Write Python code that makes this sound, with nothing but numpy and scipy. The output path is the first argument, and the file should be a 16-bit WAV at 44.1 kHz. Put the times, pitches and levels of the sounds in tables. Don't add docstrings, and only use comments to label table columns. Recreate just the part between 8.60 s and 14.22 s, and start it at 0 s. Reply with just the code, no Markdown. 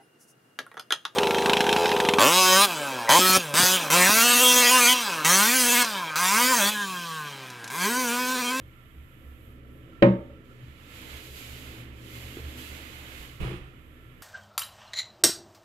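import sys
import numpy as np
from scipy import signal
from scipy.fft import rfft, irfft, next_fast_len
from scipy.io import wavfile

SR = 44100
rng = np.random.default_rng(int(sys.argv[2]) if len(sys.argv) > 2 else 0)


def transcribe(u):
    v = np.clip(np.atleast_2d(u).T, -1, 1)
    q = np.round(v * 32767).astype(np.int16)
    wavfile.write(sys.argv[1], SR, q)


N = 247842

# [t/s, level/dB, top treble/dB]
AIR_LEVELS = [(0, -54.5, -5.5), (.9, -55, 0), (1.02, -57.5, -9), (1.15, -56.5, -1), (1.3, -53.5, -10),
              (1.8, -55.5, -10.5), (3.3, -55, -9), (5.05, -50.5, -14), (5.25, -54, -5.5), (5.62, -53, -7.5)]
# [f/Hz, density/dB per Hz]
AIR_COLOUR = [(20, -47.5), (48, -17), (95, -5), (160, -14), (400, -41), (600, -28.5), (830, -34),
              (1150, -25), (1500, -28.5), (2000, -24.5), (3200, -28), (4300, -43), (5800, -49.5),
              (7500, -40.5), (9500, -45.5), (12300, -30.5), (15700, -51)]
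# [f/Hz, width/Hz, level/dB]
WHINES = [(1349, 29, -66), (1753, 73, -71), (1940, 27, -83.5)]

# [t/s, lowest/dB, second/dB, higher/dB]
RUMBLE_LEVELS = [(0, -57, -49, -57), (.3, -59.5, -61, -59), (1.3, -52.5, -53.5, -53.5),
                 (1.85, -60.5, -58, -54), (2.03, -60, -48.5, -55.5), (2.2, -58, -59.5, -54.5),
                 (2.4, -56.5, -54, -53), (3.1, -54.5, -52, -51), (3.85, -50, -48.5, -50.5),
                 (3.95, -49.5, -54.5, -50), (4.7, -56, -56.5, -55.5), (5.15, -56, -59, -56),
                 (5.62, -58, -52, -57.5)]
# [f/Hz, first-stage width/Hz, relative level/dB]
STANDING_WAVES = [(189.8, 35, -1.5), (220.6, 25.6, -1), (252.2, 14.5, 3), (273.1, 15, -1), (319.4, 28, 2.5),
                  (349.3, 37, -8.5), (444, 47, -4), (483, 74, -4.5)]
# [t/s, peak/dB]
SWELLS = [(.04, -50), (.4, -45), (.7, -47), (.9, -54), (1.1, -54.5), (1.5, -43.5), (1.61, -51), (1.73, -50),
          (2.11, -48), (2.55, -48), (2.74, -49), (2.92, -46.5), (3.09, -45), (3.3, -48), (3.67, -45.5),
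          (3.86, -38), (4.12, -46), (4.24, -52), (4.4, -50), (4.6, -49), (4.72, -56), (4.94, -46),
          (5.3, -55)]
LOWEST_HZ, SECOND_HZ = 69.4, 122.5
SUB_HUM_HZ, SUB_HUM_DB = 28.1, -58.5
SWELL_SIGMA_S = 0.029
FADE_DB, SECOND_FADE_DB, FADE_RATE_HZ = 2, 3.0, 5.4
WAKE_DB, WAKE_RISE_S, WAKE_T60_S = -22, 0.039, .45

# [t/s, level/dB, top treble/dB]
RUB_STROKES = [(1.84, -75, 8.5), (2.02, -56, -6), (2.15, -58, -3.5), (2.36, -47, -0.5), (2.57, -43.5, 0),
               (2.71, -52, 6), (2.78, -46.5, 6.5), (3.21, -47.5, -1), (3.32, -52.5, -8), (3.41, -54.5, 0.5),
               (3.56, -45.5, 2), (3.95, -46.5, -1), (3.99, -44, 3), (4.31, -45.5, -1.5), (4.64, -45.5, 1.5),
               (4.785, -55.5, 1), (5.0, -66, 3)]
# [f/Hz, density/dB per Hz]
RUB_COLOUR = [(150, -54), (270, -13), (500, -11), (900, -12.5), (1400, -9), (2100, -6), (2800, -4),
              (3600, -9), (4600, -15.5), (5700, -21.5), (7500, -17.5), (9000, -26), (12000, -14.5),
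              (15700, -29.5)]
LEAN_DB, LEAN_RATE_HZ, LEAN_SPLIT_HZ = 1.5, 2.5, 2630

# [t/s, thump/dB, scuff/dB, boom/dB]
SCUFF_LEVELS = [(4.794, -60, -61, -56), (4.806, -33, -41, -37), (4.83, -35, -38.5, -50),
                (4.858, -41, -37, -31), (4.968, -46, -43.5, -43), (4.995, -64, -49, -51),
                (5.06, -63, -54, -45.5), (5.15, -62, -67, -63)]
# [f/Hz, density/dB per Hz]
THUMP_COLOUR = [(15, -10), (30, 10), (55, -5.5), (90, 6), (200, -42.5)]
# [f/Hz, density/dB per Hz]
SCUFF_COLOUR = [(180, -31), (300, -9), (354, 3), (404, -8.5), (446, -8.5), (697, -13.5), (770, -14.5),
                (1400, -10.5), (1540, -15), (2710, -10), (5600, -33.5), (12200, -35), (15600, -51)]
BOOM_HZ, BOOM_WIDTH_HZ = 122.8, 26.4

# [t/s, level/dB, tilt/dB per octave]
KNOCKS = [(4.807, -31.5, -4), (4.847, -41.5, -2), (4.866, -41, 1.5), (4.915, -40, 2), (4.93, -47, 5.5)]
# [f/Hz, level/dB, t60/s]
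KNOCK_MODES = [(181.5, 2, 0.26), (255, -12, .1), (316, -4, 0.11), (353, -3.5, 0.13), (441.2, -6, 0.31),
               (800, -19, .05)]
KNOCK_SPREAD_DB, KNOCK_RISE_S = 4, 0.0023

# [t/s, level/dB, f/Hz]
TAPS = [(3.726, -38.5, 248), (3.770, -28.5, 352), (3.788, -35, 383), (3.797, -36.5, 460), (3.986, -41, 325),
        (3.771, -36, 2500), (3.851, -33, 2600), (4.825, -25, 49.7), (5.014, -37, 55)]
TAP_CYCLES = 13

# [t/s, level/dB]
RETURNS = [(1.603, -37), (1.695, -44)]
RETURN_HZ, RETURN_RISE_S, RETURN_T60_S = 580, 0.00605, 0.2

# [f/Hz, density/dB per Hz]
CRACK_COLOUR = [(500, -38), (800, -19.5), (1100, -13.5), (1500, -16), (2100, -13.5), (2800, -21.5),
                (3800, -29), (5500, -50), (7500, -53.5), (10000, -59.5), (12500, -53.5), (15500, -73)]
# [f/Hz, t60/s]
CRACK_T60 = [(600, 0.51), (1500, 0.34), (3000, 0.31), (4500, 0.3), (7000, 0.34), (15000, 0.19)]
CRACK_DB, SNAP_T60_S, SNAP_DB, CRACK_RISE_S = -19, 0.026, 17, 0.0027

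# [t/s, strength/dB]
LID_CONTACTS = [(1.42266, -5.3), (1.42842, 0), (1.42946, -.7), (1.4403, -14.9)]
# [f/Hz, level before LID_DB/dB, t60/s, sense of swing]
LID_MODES = [(117.7, -28.6, .37, 1), (123.7, -19.4, .39, -1), (143.1, -28.6, .145, 1),
             (187.8, -14.1, .274, -1), (192.3, -11.6, .27, 1), (199, -12.8, .19, -1),
             (225.1, -24.7, .347, -1), (240, -13.9, .185, 1), (250.6, -23.6, .418, -1),
             (274.9, -35, .3, -1), (315.4, -21.9, .278, -1), (329.2, -24.6, .397, 1), (345.2, -17.4, .3, 1),
             (408.4, -12.1, .245, 1), (452.2, -16.8, .103, 1), (471.9, -13.5, .187, 1),
             (546.5, -10.2, .205, 1), (550.4, -22.5, .49, 1), (562.2, -20.1, .297, -1),
             (577.7, -27.2, .41, 1), (604, -14.7, .292, -1), (662.9, -19.5, .05, -1),
             (787.9, -22.7, .064, -1)]
BOWL_HZ = [281, 326.5, 405, 445.5, 503, 556, 673, 799, 834, 922, 1034, 1109, 1180, 1268, 1434, 1507, 1758,
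           1850, 1943, 2040, 2395]
# [level/dB, t60/s]
BOWL_RINGING = [(-50, 0.34), (-42, 0.49), (-43, 0.27), (-23.5, 0.32), (-26, 0.31), (-37, 0.55), (-35, 0.43),
                (-37.5, 0.34), (-37.5, 0.44), (-26.5, 0.38), (-22, 0.18), (-44.5, 0.32), (-34, 0.25),
                (-28, 0.27), (-28.5, .12), (-34.5, 0.19), (-33.5, 0.18), (-28.5, .2), (-40, 0.22),
                (-44, 0.18), (-32.5, 0.14)]
# [f/Hz, left lead/rad, left minus right/dB]
LID_PATH = [(97.3, 0.18, 0), (300, 0.13, 0), (550, 0.61, 4), (900, 1.8, -3.5), (1290, 2, 6),
            (2000, 2.7, -5.5), (3020, 19, -6.5)]
LID_DB, CONTACT_HZ = 1.2, 4000

# [f/Hz, left-right correlation]
LIKENESS = [(40, 0.48), (150, 0.78), (300, 0.89), (640, 0.57), (1000, -0.18), (1400, -0.4), (2400, 0.038),
            (15000, -0.0067)]
# [f/Hz, left minus right/dB]
PORT_DIFFERENCE = [(60, -3.5), (130, 1), (400, -2), (750, -0.5), (1200, -7.5), (1800, -8), (2700, -16.5),
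                   (3600, -11.5), (4500, -4.5), (5800, 8), (7300, -3), (9000, 1.5), (10500, -2.5),
                   (12300, -7), (15000, 1.5)]
RIPPLE_DB, RIPPLE_HZ = 2.0, 29.76
CUTOFF_HZ = 15740


def from_db(db):
    return 10 ** (np.asarray(db) / 20)


def rms_one(x):
    return x / np.sqrt(np.mean(x ** 2) + 1e-20)


def in_time(rows):
    s, *columns = np.transpose(rows)
    t = np.arange(N) / SR
    gate = np.clip(np.minimum(t - s[0], s[-1] - t) / 0.0048, 0, 1)
    return [np.interp(t, s, c) for c in columns] + [gate]


def at_hz(points, hz):
    table_hz, value = np.transpose(points)
    return np.interp(np.log(hz), np.log(table_hz), value)


def bins(length):
    return np.maximum(np.arange(length // 2 + 1) * SR / length, 1)


def diffuse(spectrum, length=N):
    size = next_fast_len(length)
    hz = bins(size)
    mid, side = rfft(rng.standard_normal((2, size)))
    alike = np.clip(at_hz(LIKENESS, hz), -1, 1)
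    pair = np.sqrt(1 + alike) * mid + np.sqrt(1 - alike) * side * [[1], [-1]]
    ripple = np.interp(hz / RIPPLE_HZ, np.arange(2000), rng.standard_normal(2000))
    gain = from_db(at_hz(spectrum, hz) + RIPPLE_DB * ripple)
    return rms_one(irfft(pair * gain, size)[:, :length])


def resonance(x, hz, width_hz):
    r = np.exp(-np.pi * width_hz / SR)
    zeros = np.array([1, 0, -1]) * (1 - r * r) / 2
    poles = [1, -2 * r * np.cos(2 * np.pi * hz / SR), r * r]
    return signal.lfilter(zeros, poles, x)


def brighten(x, top_db, split_hz):
    high_pass = signal.butter(2, split_hz, "high", fs=SR, output="sos")
    top = signal.sosfiltfilt(high_pass, x)
    return x + top * (from_db(top_db) - 1)


def drift(rate_hz):
    r = np.exp(-2 * np.pi * rate_hz / SR)
    wander = signal.lfilter([1], [1, -2 * r, r * r], rng.standard_normal(N + SR))
    return rms_one(wander[SR:])


def ring(pushes, modes):
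    out, sides = np.zeros((2, N)), np.array([[.5], [-.5]])
    path = np.array(LID_PATH)
    for hz, level_db, t60_s, sense in modes:
        r, w = from_db(-60 / (t60_s * SR)), 2 * np.pi * hz / SR
        swing = signal.lfilter([sense * from_db(level_db)], [1, -r * np.exp(1j * w)], pushes)
        lead_rad = at_hz(path[:, [0, 1]], hz)
        pan_db = at_hz(path[:, [0, 2]], hz)
        out += np.imag(swing * np.exp(1j * lead_rad * sides)) * from_db(pan_db * sides)
    return out


def room_air():
    level_db, top_db, _ = in_time(AIR_LEVELS)
    noise = rng.standard_normal((2, N))
    whines = np.zeros((2, N))
    for hz, width_hz, db in WHINES:
        flutter = from_db(2.5 * drift(7.7))
        whines += from_db(db) * rms_one(resonance(noise, hz, width_hz)) * flutter
    hiss = brighten(diffuse(AIR_COLOUR), top_db, 6700)
    return from_db(level_db) * hiss + whines


def hum(hz, level_db, fade_db, extra_gain):
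    phase = 2 * np.pi * np.cumsum(hz + 3.42 * drift(6.46)) / SR
    gain = from_db(level_db + fade_db * drift(FADE_RATE_HZ)) + extra_gain
    return np.sqrt(2) * gain * from_db(2.0 * drift(35)) * np.sin(phase)


def rumble():
    lowest_db, second_db, higher_db, _ = in_time(RUMBLE_LEVELS)
    t = np.arange(N) / SR
    sub_phase = 2 * np.pi * SUB_HUM_HZ * t + 0.72 * drift(2.5)
    sub_hum = np.sqrt(2) * from_db(SUB_HUM_DB) * np.sin(sub_phase)
    swells = sum(from_db(db) * np.exp(-.5 * ((t - s) / SWELL_SIGMA_S) ** 2) for s, db in SWELLS)
    lowest = hum(LOWEST_HZ, lowest_db, FADE_DB, swells)
    second = hum(SECOND_HZ, second_db, SECOND_FADE_DB, 0)

    noise = diffuse([(20, 0.01), (20000, 0)])
    higher = np.zeros((2, N))
    for hz, width_hz, db in STANDING_WAVES:
        narrow = resonance(resonance(noise, hz, width_hz), hz, 2 * width_hz)
        higher += from_db(db) * rms_one(narrow)
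    since_s = np.maximum(t - LID_CONTACTS[0][0], 0)
    wake_rise = np.minimum(since_s / WAKE_RISE_S, 1) ** 2
    woken = wake_rise * from_db(WAKE_DB - 60 * since_s / WAKE_T60_S)
    higher_gain = from_db(higher_db + 1.2 * drift(3.2)) + woken
    return sub_hum + lowest + second + higher_gain * rms_one(higher)


def rubbing():
    level_db, top_db, gate = in_time(RUB_STROKES)
    lean_db = LEAN_DB * drift(LEAN_RATE_HZ)
    leaning = brighten(diffuse(RUB_COLOUR), lean_db, LEAN_SPLIT_HZ)
    hiss = from_db(-lean_db / 2) * leaning
    return gate * from_db(level_db + 0.42 * drift(9)) * brighten(hiss, top_db, 3500)


def scuffed_knock():
    thump_db, scuff_db, boom_db, gate = in_time(SCUFF_LEVELS)
    thump = from_db(thump_db) * diffuse(THUMP_COLOUR)
    boom_phase = 2 * np.pi * np.cumsum(BOOM_HZ + BOOM_WIDTH_HZ / 4 * drift(12)) / SR
    boom = np.sqrt(2) * from_db(boom_db) * np.sin(boom_phase)
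    scuff = from_db(scuff_db + 0.58 * drift(40)) * diffuse(SCUFF_COLOUR)
    return gate * (thump + boom + scuff)


def knocks():
    out, t = np.zeros(N), np.arange(SR // 4) / SR
    hz, mode_db, t60_s = np.transpose(KNOCK_MODES)[:, :, None]
    chance = rng.standard_normal((len(KNOCKS), len(hz), 1))
    for (s, level_db, tilt_db), luck in zip(KNOCKS, chance):
        tilted_db = tilt_db * np.log2(hz / hz[0])
        db = level_db + mode_db + tilted_db + KNOCK_SPREAD_DB * luck
        swing = np.sum(from_db(db - 60 * t / t60_s) * np.sin(2 * np.pi * hz * t), axis=0)
        out[round(s * SR):][:len(t)] -= np.minimum(t / KNOCK_RISE_S, 1) * swing
    return out


def taps():
    out, t = np.zeros(N), np.arange(SR // 4) / SR
    for s, level_db, hz in TAPS:
        at = round(s * SR)
        decay = from_db(level_db - 60 * t * hz / TAP_CYCLES)
        out[at:at + len(t)] -= decay * np.sin(2 * np.pi * hz * t)
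    return out


def returns():
    s, level_db = np.transpose(RETURNS)[:, :, None]
    since_s = np.maximum(np.arange(N) / SR - s, 0)
    rise = np.minimum(since_s / RETURN_RISE_S, 1)
    shape = rise * from_db(level_db - 60 * since_s / RETURN_T60_S)
    return -np.sum(shape * np.sin(2 * np.pi * RETURN_HZ * since_s), axis=0)


def crack():
    length, at = SR // 2, round(LID_CONTACTS[0][0] * SR)
    t, out = np.arange(length) / SR, np.zeros((2, N))
    noise = diffuse(CRACK_COLOUR, length)
    grain = from_db(0.98 * drift(90)[:length])
    snap = from_db(SNAP_DB - 60 * t / SNAP_T60_S)
    rise = np.minimum(t / CRACK_RISE_S, 1) ** 2
    edges_hz = np.geomspace(700, CUTOFF_HZ, 11)
    for low_hz, high_hz in zip(edges_hz, edges_hz[1:]):
        band_pass = signal.butter(2, [low_hz, high_hz], "band", fs=SR, output="sos")
        band = signal.sosfilt(band_pass, noise)
        t60_s = at_hz(CRACK_T60, np.sqrt(low_hz * high_hz))
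        tail = grain * from_db(-60 * t / t60_s)
        out[:, at:at + length] += band * (tail + snap) * rise
    return from_db(CRACK_DB) * out


def lid():
    pushes, hardest = np.full(N, 1e-18), np.full(N, 1e-18)
    for s, level_db in LID_CONTACTS:
        pushes[round(s * SR)] += from_db(level_db)
    hardest[round(LID_CONTACTS[1][0] * SR)] = 1
    bowl_modes = []
    for k, (hz, (db, t60_s)) in enumerate(zip(BOWL_HZ, BOWL_RINGING)):
        bowl_modes.append((hz, db, t60_s, (-1) ** k))
    rung = from_db(LID_DB) * ring(pushes, LID_MODES) + ring(hardest, bowl_modes)
    return signal.sosfilt(signal.butter(2, CONTACT_HZ, fs=SR, output="sos"), rung)


def scene():
    background = room_air() + rumble()
    later = rubbing() + scuffed_knock() + knocks() + taps()
    clack = returns() + crack() + lid()
    return background + later + clack


def record(dry):
    size = next_fast_len(N + 4096)
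    ratio = from_db(at_hz(PORT_DIFFERENCE, bins(size)))
    right = np.sqrt(2 / (1 + ratio ** 2))
    heard = irfft(rfft(dry, size) * [ratio * right, right], size)[:, :N]
    low_pass = signal.ellip(12, .5, 60, CUTOFF_HZ, fs=SR, output="sos")
    return signal.sosfilt(low_pass, heard)


dry = scene()
out = record(dry)
transcribe(out)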